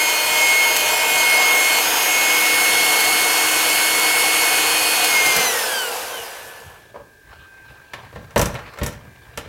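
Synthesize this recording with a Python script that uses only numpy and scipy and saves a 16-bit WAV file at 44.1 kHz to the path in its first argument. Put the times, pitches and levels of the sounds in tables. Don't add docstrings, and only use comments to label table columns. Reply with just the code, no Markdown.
import sys
import numpy as np
from scipy import signal
from scipy.fft import rfft, irfft, next_fast_len
from scipy.io import wavfile
from scipy.ndimage import uniform_filter1d, map_coordinates

SR = 44100
rng = np.random.default_rng(int(sys.argv[2]) if len(sys.argv) > 2 else 0)


def pcm_store(signal):
    levels = np.round(np.clip(np.atleast_2d(signal), -1, 1) * 32767)
    wavfile.write(sys.argv[1], SR, levels.astype(np.int16).T)


N = 418068

# f/Hz, relative level/dB per Hz
ROOM_SPECTRUM = [(15, -35), (25, 3.5), (102, -5), (161, -12.5), (451, -6), (503, -11), (1370, -23.5),
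                 (1610, -8), (1940, -22), (2350, -18), (2910, -21), (14000, -27.5), (16000, -23)]
# f/Hz, level/dB, loudest at t/s, swell/dB, half width/s (Gaussian sigma)
APPLIANCE_TONES = [(1568, -62, 7.57, 15.5, 0.23), (1619, -59, 8.1, 5.5, 0.44),
                   (1730, -62.5, 6.46, 14, 0.38), (2353, -71, 9.3, 8, .4), (2503, -76, 7.7, 11, 0.32)]
# f/Hz, t60/s
WALL_DECAY = [(100, 0.49), (1000, 0.54), (10000, 0.2)]

# t/s, scrape
# level/dB, rumble level/dB
SLIDING = [(6.0, -58, -57), (6.7, -51, -50), (6.9, -55, -54), (7.15, -85, -55), (7.31, -47.5, -49),
           (7.62, -56.5, -58), (7.71, -45.5, -48), (7.88, -54.5, -56), (8.0, -43.5, -39), (8.12, -53, -45),
           (8.33, -50, -46), (8.41, -55, -42), (8.55, -41, -37), (8.76, -43.5, -45), (9.14, -56, -46),
           (9.48, -45, -51)]
# f/Hz, relative level/dB per Hz
SCRAPE_SPECTRUM = [(200, -16), (350, -0.5), (1000, 4.5), (2000, -2), (4000, -9.5), (9000, -32),
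                   (16000, -35)]
# f/Hz, relative level/dB per Hz
RUMBLE_SPECTRUM = [(25, -30), (50, 12), (130, 11), (250, -16), (400, -31.5)]

# t/s, clack/dB, thud/dB, body/dB, rattle/dB
KNOCKS = [(6.9424, -61, -54, -28, -66), (6.9578, -64, -39, -25, -65), (6.9988, -62, -37, -35, -65),
          (7.9348, -28.5, -33, -28, -41), (8.0492, -44, -38, -52, -63), (8.127, -47, -38, -35, -68),
          (8.158, -39, -25.5, -29, -58), (8.19, -58, -29, -40, -64), (8.225, -57, -38, -41, -64),
          (8.307, -45, -46, -39, -50), (8.3604, -18.5, -8, -2, -29), (8.3778, -29, -19, -28, -20),
          (8.3945, -23, -24, -12, -22), (8.4152, -21.5, -6.5, -16, -18), (8.4576, -29, -26, -18, -25),
          (8.49, -42, -33, -28, -47), (8.543, -36, -34, -30, -41), (8.5525, -29.5, -43, -23, -51),
          (8.5903, -37, -44, -40, -53), (8.6746, -41, -46, -35, -61), (8.7368, -50, -46, -41, -51),
          (8.774, -40, -46, -38, -54), (8.787, -34, -29, -31, -41), (8.8143, -30, -10.5, -18.5, -62),
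          (8.8332, -28.5, -19, -24, -26), (8.863, -32, -24, -24, -24), (8.8818, -36, -26, -36, -49),
          (8.927, -42, -42, -56, -45), (9.05, -56, -35, -40, -62), (9.3749, -26.5, -24.5, -23.5, -30),
          (9.458, -47, -33, -36, -59)]
# f/Hz, relative level/dB, t60/s before the damping factor
DRAINER_MODES = [(60, -2, 0.17), (78, 2, 0.16), (134, 0.5, 0.19)]
SHELL_MODES = [(490, -5, 0.1), (574, -2, 0.085), (994, -7, 0.052)]
PANEL_MODES = [(1360, -3.5, 0.15), (1806, -2.5, 0.15), (2740, -13.5, 0.029)]
BEATER_MODES = [(5850, 9, 0.032), (6370, 10, 0.014), (7200, -2, 0.12), (7730, 2, 0.068), (11000, -24, .05),
                (13700, 1, .04)]
# t/s, click level/dB, thump level/dB
TICKS = [(0.7646, -13, -46), (3.004, -17.5, -51), (5.0444, -16, -46), (5.2593, -16, -30),
         (5.3641, -13.5, -25), (6.6012, -42, -50)]

# t/s, f/Hz
SHAFT_SPEED = [(0, 308.7), (.65, 309.7), (1.6, 309.6), (2.3, 311.4), (2.8, 311.2), (3.8, 312.8),
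               (5.05, 311.8), (5.21, 305.9), (5.43, 298.9)]
# t/s, order 7/dB, order 8/dB, order 14/dB
LOUD_ORDERS = [(0, -21.5, -27.5, -30), (.27, -28.5, -29, -29), (.44, -16.5, -31, -33), (.66, -17, -34, -30),
               (.78, -29, -29, -31.5), (.93, -26.5, -29, -33), (1.1, -23.5, -26.5, -37),
               (1.34, -17, -30, -28.5), (1.52, -17.5, -36, -36), (1.75, -22, -31, -26.5),
               (1.92, -35.5, -29.5, -39), (2.12, -22, -27.5, -36), (2.35, -20, -30, -37),
               (2.72, -20, -40, -27.5), (3.2, -23, -51, -29.5), (3.58, -26, -31, -29.5),
               (3.85, -23.5, -48, -29.5), (4.41, -22, -32, -29.5), (4.88, -34, -26, -26.5),
               (5.05, -31.5, -28, -27), (5.16, -16, -30, -36), (5.24, -20, -28, -32),
               (5.3, -15.5, -34, -35), (5.36, -28, -30, -31), (5.39, -22, -28, -31), (5.45, -29, -40, -33)]
# order, level/dB leaning away, level/dB facing the microphone, level/dB tipped
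STRONG_ORDERS = [(16, -35, -40, -32.5), (21, -28.5, -32.5, -29.5), (24, -31.5, -35.5, -38.5),
                 (28, -35, -31.5, -35), (35, -46, -29.5, -38), (40, -33, -40, -42)]
# order, level/dB re cooling air
FAINT_ORDERS = [(17, -20), (20, -17), (25, -21), (31, -55), (32, -31), (36, -15), (37, -27), (39, -20),
                (42, -22)]
# order, relative level/dB
CHATTER_ORDERS = [(2, -3.5), (3, 0), (10, -1.5)]
MAGNETIC_ORDERS = (8, 16)
# t/s, facing 0-1, tipped 0-1, typical dip in each strong order/dB
GRIP = [(0, 0.25, 0, 3), (2.2, 0, 0.35, 11), (2.7, 0.87, 0.1, 1), (5.0, 1, 0, 0.5), (5.2, 1, 1, 1.3)]
# t/s, gear growl/dB, beater thrash/dB, chatter/dB, shaft hum/dB
DRIVE_LEVELS = [(0, -24, -58, -34, -39), (.11, -23, -57, -31, -46), (.9, -22, -61, -28, -54),
                (1.32, -21.5, -43, -32, -42), (2.94, -20.5, -42, -42, -36), (5.09, -21, -58, -44, -38.5),
                (5.4, -21, -39.5, -40, -52)]
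# f/Hz, relative level/dB per Hz
GROWL_SPECTRUM = [(120, -66), (200, -29.5), (306, -12), (588, -11.5), (736, -1), (824, -5.5), (1520, -5),
                  (2030, -5), (2110, -7), (2300, -4.5), (3110, -0.5), (4000, -19), (5200, -47),
                  (8800, -120)]
# f/Hz, relative level/dB per Hz
DULL_GROWL_SPECTRUM = [(120, -62), (200, -20), (469, -4.5), (642, -0.5), (709, 1), (1380, -5), (1560, 0),
                       (1860, -6.5), (3040, -4.5), (4000, -19), (5200, -51), (8800, -120)]
# f/Hz, width/Hz, lift/dB
HOUSING_PEAKS = [(476.5, 48, 11), (736, 7.7, 4.5), (954, 150, 3), (1527, 22, 7), (3140, 300, -1)]
# f/Hz, width/Hz, lift/dB
COAST_PEAKS = [(1540, 120, 11.5), (2980, 260, 16.5), (3600, 160, -11), (4000, 140, 4), (5030, 540, 9),
               (5680, 110, -14), (6160, 150, 10)]
# f/Hz, relative level/dB per Hz
AIR_SPECTRUM = [(2120, -12.5), (3600, -4.5), (4510, -2.5), (5680, -3), (8310, -5), (11300, -3),
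                (14700, -8.5), (16000, -16)]
# f/Hz, relative level/dB per Hz
THRASH_SPECTRUM = [(25, -34), (50, -20), (120, -32), (220, 3), (330, -16)]

ROOM_DB, WALLS_DB = -53, -9
KNOCK_T60_S = 0.12
WANDER_PER_S = 6
FOLLOW = 0.14
AIR_DB = -1.5
DULL_SPEED = 0.71
DRAG_S, FRICTION_HZ = 3.65, 537.6
OFF_DB, OFF_S = -1, 0.049
CURRENT_DB_PER_S = -150
BREAKUP_DB, BREAKUP_PER_S = 2.5, 14
GROWL_LAW, AIR_LAW, TONE_LAW, THRASH_LAW = 1.59, 1.9, 3.6, 3.7
TOP_HZ = 15900


def amp(db):
    return 10 ** (np.asarray(db) / 20)


def unit(x):
    return x / np.sqrt(np.mean(x ** 2) + 1e-20)


def along(points, hz):
    f, v = np.transpose(points)
    return np.interp(np.log(hz + 1), np.log(f + 1), v)


def curves(rows):
    s, *cols = np.transpose(rows)
    return np.array([np.interp(np.arange(N) / SR, s, c) for c in cols])


def wobble(rate):
    knots = rng.standard_normal(int(N * rate / SR) + 4)
    return map_coordinates(knots, [np.arange(N) * rate / SR])


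def filtered(x, response):
    m = next_fast_len(N + 8192)
    return irfft(rfft(x, m) * response(np.fft.rfftfreq(m, 1 / SR)), m)[..., :N]


def lift(peaks, hz):
    return sum(db / (1 + ((hz - c) / w) ** 2) for c, w, db in peaks)


def rush(shape_db, patchy_db, gate=1):
    z = signal.stft(gate * rng.standard_normal(N), nperseg=512)[2]
    field = uniform_filter1d(rng.standard_normal(z.shape), 6, 0)
    field = uniform_filter1d(field, 12, 1)
    x = signal.istft(z * amp(patchy_db * unit(field)), nperseg=512)[1][:N]
    return unit(filtered(x, lambda hz: amp(shape_db(hz))))


def burst(lo_hz, hi_hz, t60, t):
    sos = signal.butter(2, [lo_hz, hi_hz], "bandpass", fs=SR, output="sos")
    return unit(signal.sosfilt(sos, rng.standard_normal(len(t)))) * amp(-60 * t / t60)


def ring(modes, t, damping):
    out = 0
    for hz, db, t60 in modes:
        level = amp(db + rng.normal(0, 2) - 60 * t * damping / t60)
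        out = out + level * np.sin(2 * np.pi * hz * rng.normal(1, 0.014) * t)
    return out


def kitchen():
    t = np.arange(N) / SR
    tones = 0
    for hz, db, s, swell_db, wide_s in APPLIANCE_TONES:
        swell = swell_db * np.exp(-((t - s) / wide_s) ** 2 / 2)
        level = amp(db + swell + 2.3 * wobble(2.62))
        tones = tones + level * np.sqrt(2) * np.sin(2 * np.pi * hz * t)
    return tones + amp(ROOM_DB) * rush(lambda hz: along(ROOM_SPECTRUM, hz), patchy_db=0.0)


def walls(x):
    hz, t, z = signal.stft(rng.standard_normal(SR // 2), SR, nperseg=256)
    decay = amp(-60 * t / along(WALL_DECAY, hz)[:, None])
    tail = signal.istft(z * decay, SR, nperseg=256)[1]
    delayed = np.pad(x, (300, 0))
    return signal.fftconvolve(delayed, tail / np.linalg.norm(tail))[:N]


def handling():
    scrape_db, rumble_db = curves(SLIDING)
    begun = np.clip((np.arange(N) / SR - 5.8) / 0.3, 0, 1)
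    grain, sway = amp(2.6 * wobble(150)), amp(4 * wobble(25))
    scrape = rush(lambda hz: along(SCRAPE_SPECTRUM, hz), patchy_db=3.5, gate=grain)
    rumble = rush(lambda hz: along(RUMBLE_SPECTRUM, hz), patchy_db=3, gate=sway)
    return begun * (amp(scrape_db) * scrape + amp(rumble_db) * rumble)


def knocks():
    out, t, t60 = np.zeros(N + SR), np.arange(SR // 2) / SR, KNOCK_T60_S
    sheet_rise = 1 - np.exp(-t / 0.0072)
    shell_rise = 1 - np.exp(-t / 0.002)
    for s, clack_db, thud_db, body_db, rattle_db in KNOCKS:
        thud = 0.64 * ring(DRAINER_MODES, t, damping=1.16)
        thud += 0.5 * burst(26, 196, 1.77 * t60, t)
        body = 1.07 * ring(SHELL_MODES, t, damping=1.43)
        body += 0.4 * burst(350, 1100, t60, t)
        clack = ring(PANEL_MODES, t, damping=2.1)
        clack += burst(840, 2900, 0.83 * t60, t) + 0.46 * burst(900, 4900, 0.0071, t)
        rattle = 0.41 * ring(BEATER_MODES, t, damping=2.0)
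        rattle += 0.72 * burst(3900, 13300, 0.7 * t60, t) + burst(4000, 13000, 0.0045, t)
        hit = amp(thud_db) * sheet_rise * thud + amp(body_db) * shell_rise * body
        hit += amp(clack_db) * clack + amp(rattle_db) * rattle
        out[round(s * SR):][:len(t)] += hit
    return out[:N]


def ticks():
    out, t = np.zeros(N + SR), np.arange(SR // 5) / SR
    for s, click_db, thump_db in TICKS:
        click = amp(click_db) * burst(1900, 15000, 0.055, t)
        thump = amp(thump_db) * burst(46, 520, 0.18, t)
        out[round(s * SR):][:len(t)] += click + thump
    return out[:N]


def shaft():
    off_s, off_hz = SHAFT_SPEED[-1]
    since_s = np.clip(np.arange(N) / SR - off_s, 0, None)
    coast_hz = (off_hz + FRICTION_HZ) * np.exp(-since_s / DRAG_S) - FRICTION_HZ
    powered_hz = curves(SHAFT_SPEED)[0]
    return np.where(since_s > 0, np.clip(coast_hz, 0.01, None), powered_hz), since_s


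def order_levels(shaft_hz, since_s, off):
    main_db, db8, db14 = curves(LOUD_ORDERS)
    facing, tipped, wander_db = curves(GRIP)
    swell_db = FOLLOW * (main_db - np.mean([row[1] for row in LOUD_ORDERS]))
    tones = [(7, main_db), (8, db8), (14, db14)]
    for k, far, near, end in STRONG_ORDERS:
        held_db = far + (near - far) * facing + (end - near) * tipped
        tones.append((k, held_db + swell_db - wander_db * wobble(WANDER_PER_S) ** 2))
    levels = []
    for k, db in tones:
        if k in MAGNETIC_ORDERS:
            change_db = CURRENT_DB_PER_S * since_s
        else:
            breakup_db = BREAKUP_DB * wobble(BREAKUP_PER_S) ** 2
            change_db = off * (lift(COAST_PEAKS, k * shaft_hz) - breakup_db)
        levels.append((k, db + change_db))
    return levels


def mixer():
    shaft_hz, since_s = shaft()
    growl_db, thrash_db, chatter_db, hum_db = curves(DRIVE_LEVELS)
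    turn = 2 * np.pi * np.cumsum(shaft_hz * (1 + 0.0006 * wobble(40))) / SR
    speed = shaft_hz / shaft_hz.max()
    spin = np.minimum(shaft_hz / SHAFT_SPEED[-1][1], 1)
    off = np.clip(since_s / OFF_S, 0, 1)

    whine = 0
    for k, db in order_levels(shaft_hz, since_s, off):
        level = amp(db + 0.83 * wobble(30) + 0.2 * wobble(6.4))
        whine = whine + level * np.sqrt(2) * np.sin(k * turn + k)
    hum = amp(hum_db) * speed ** 9 * np.sin(turn)
    faint = 0
    for k, db in FAINT_ORDERS:
        faint = faint + amp(db + 3.9 * wobble(2.6) + 1.5 * wobble(25)) * np.sin(k * turn + k)
    chatter = 0
    for k, db in CHATTER_ORDERS:
        smeared = wobble(70) * np.sin(k * turn) + wobble(70) * np.cos(k * turn)
        chatter = chatter + amp(db) * smeared

    beat = 1 + 0.038 * np.sin(turn)
    full, dull = (rush(lambda hz: along(s, hz) + lift(HOUSING_PEAKS, hz), patchy_db=0.79, gate=beat)
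                  for s in (GROWL_SPECTRUM, DULL_GROWL_SPECTRUM))
    dullness = np.clip((1 - speed) / (1 - DULL_SPEED), 0, 1)
    growl = np.sqrt(1 - dullness) * full + np.sqrt(dullness) * dull
    flutter = amp(0.72 * wobble(300))
    air = rush(lambda hz: along(AIR_SPECTRUM, hz), patchy_db=1.44, gate=beat * flutter)
    thrash = rush(lambda hz: along(THRASH_SPECTRUM, hz), patchy_db=0.0)

    drive = amp(growl_db + OFF_DB * off + 0.077 * wobble(14))
    noise = drive * (spin ** GROWL_LAW * growl + amp(AIR_DB) * spin ** AIR_LAW * (air + faint))
    milk = amp(thrash_db) * spin ** THRASH_LAW * thrash
    return spin ** TONE_LAW * whine + hum + noise + milk + amp(chatter_db) * speed ** 3 * chatter


def scene():
    hits = knocks() + ticks()
    mono = kitchen() + amp(WALLS_DB) * walls(hits) + handling() + hits + mixer()
    return np.array([mono, mono])


def record(dry):
    thin = filtered(dry, lambda hz: (1j * hz / 45 / (1 + 1j * hz / 45)) ** 2)
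    rounded = thin / (1 + np.abs(thin / 0.95) ** 6) ** (1 / 6)
    return filtered(rounded, lambda hz: hz < TOP_HZ)


dry = scene()
out = record(dry)
pcm_store(out)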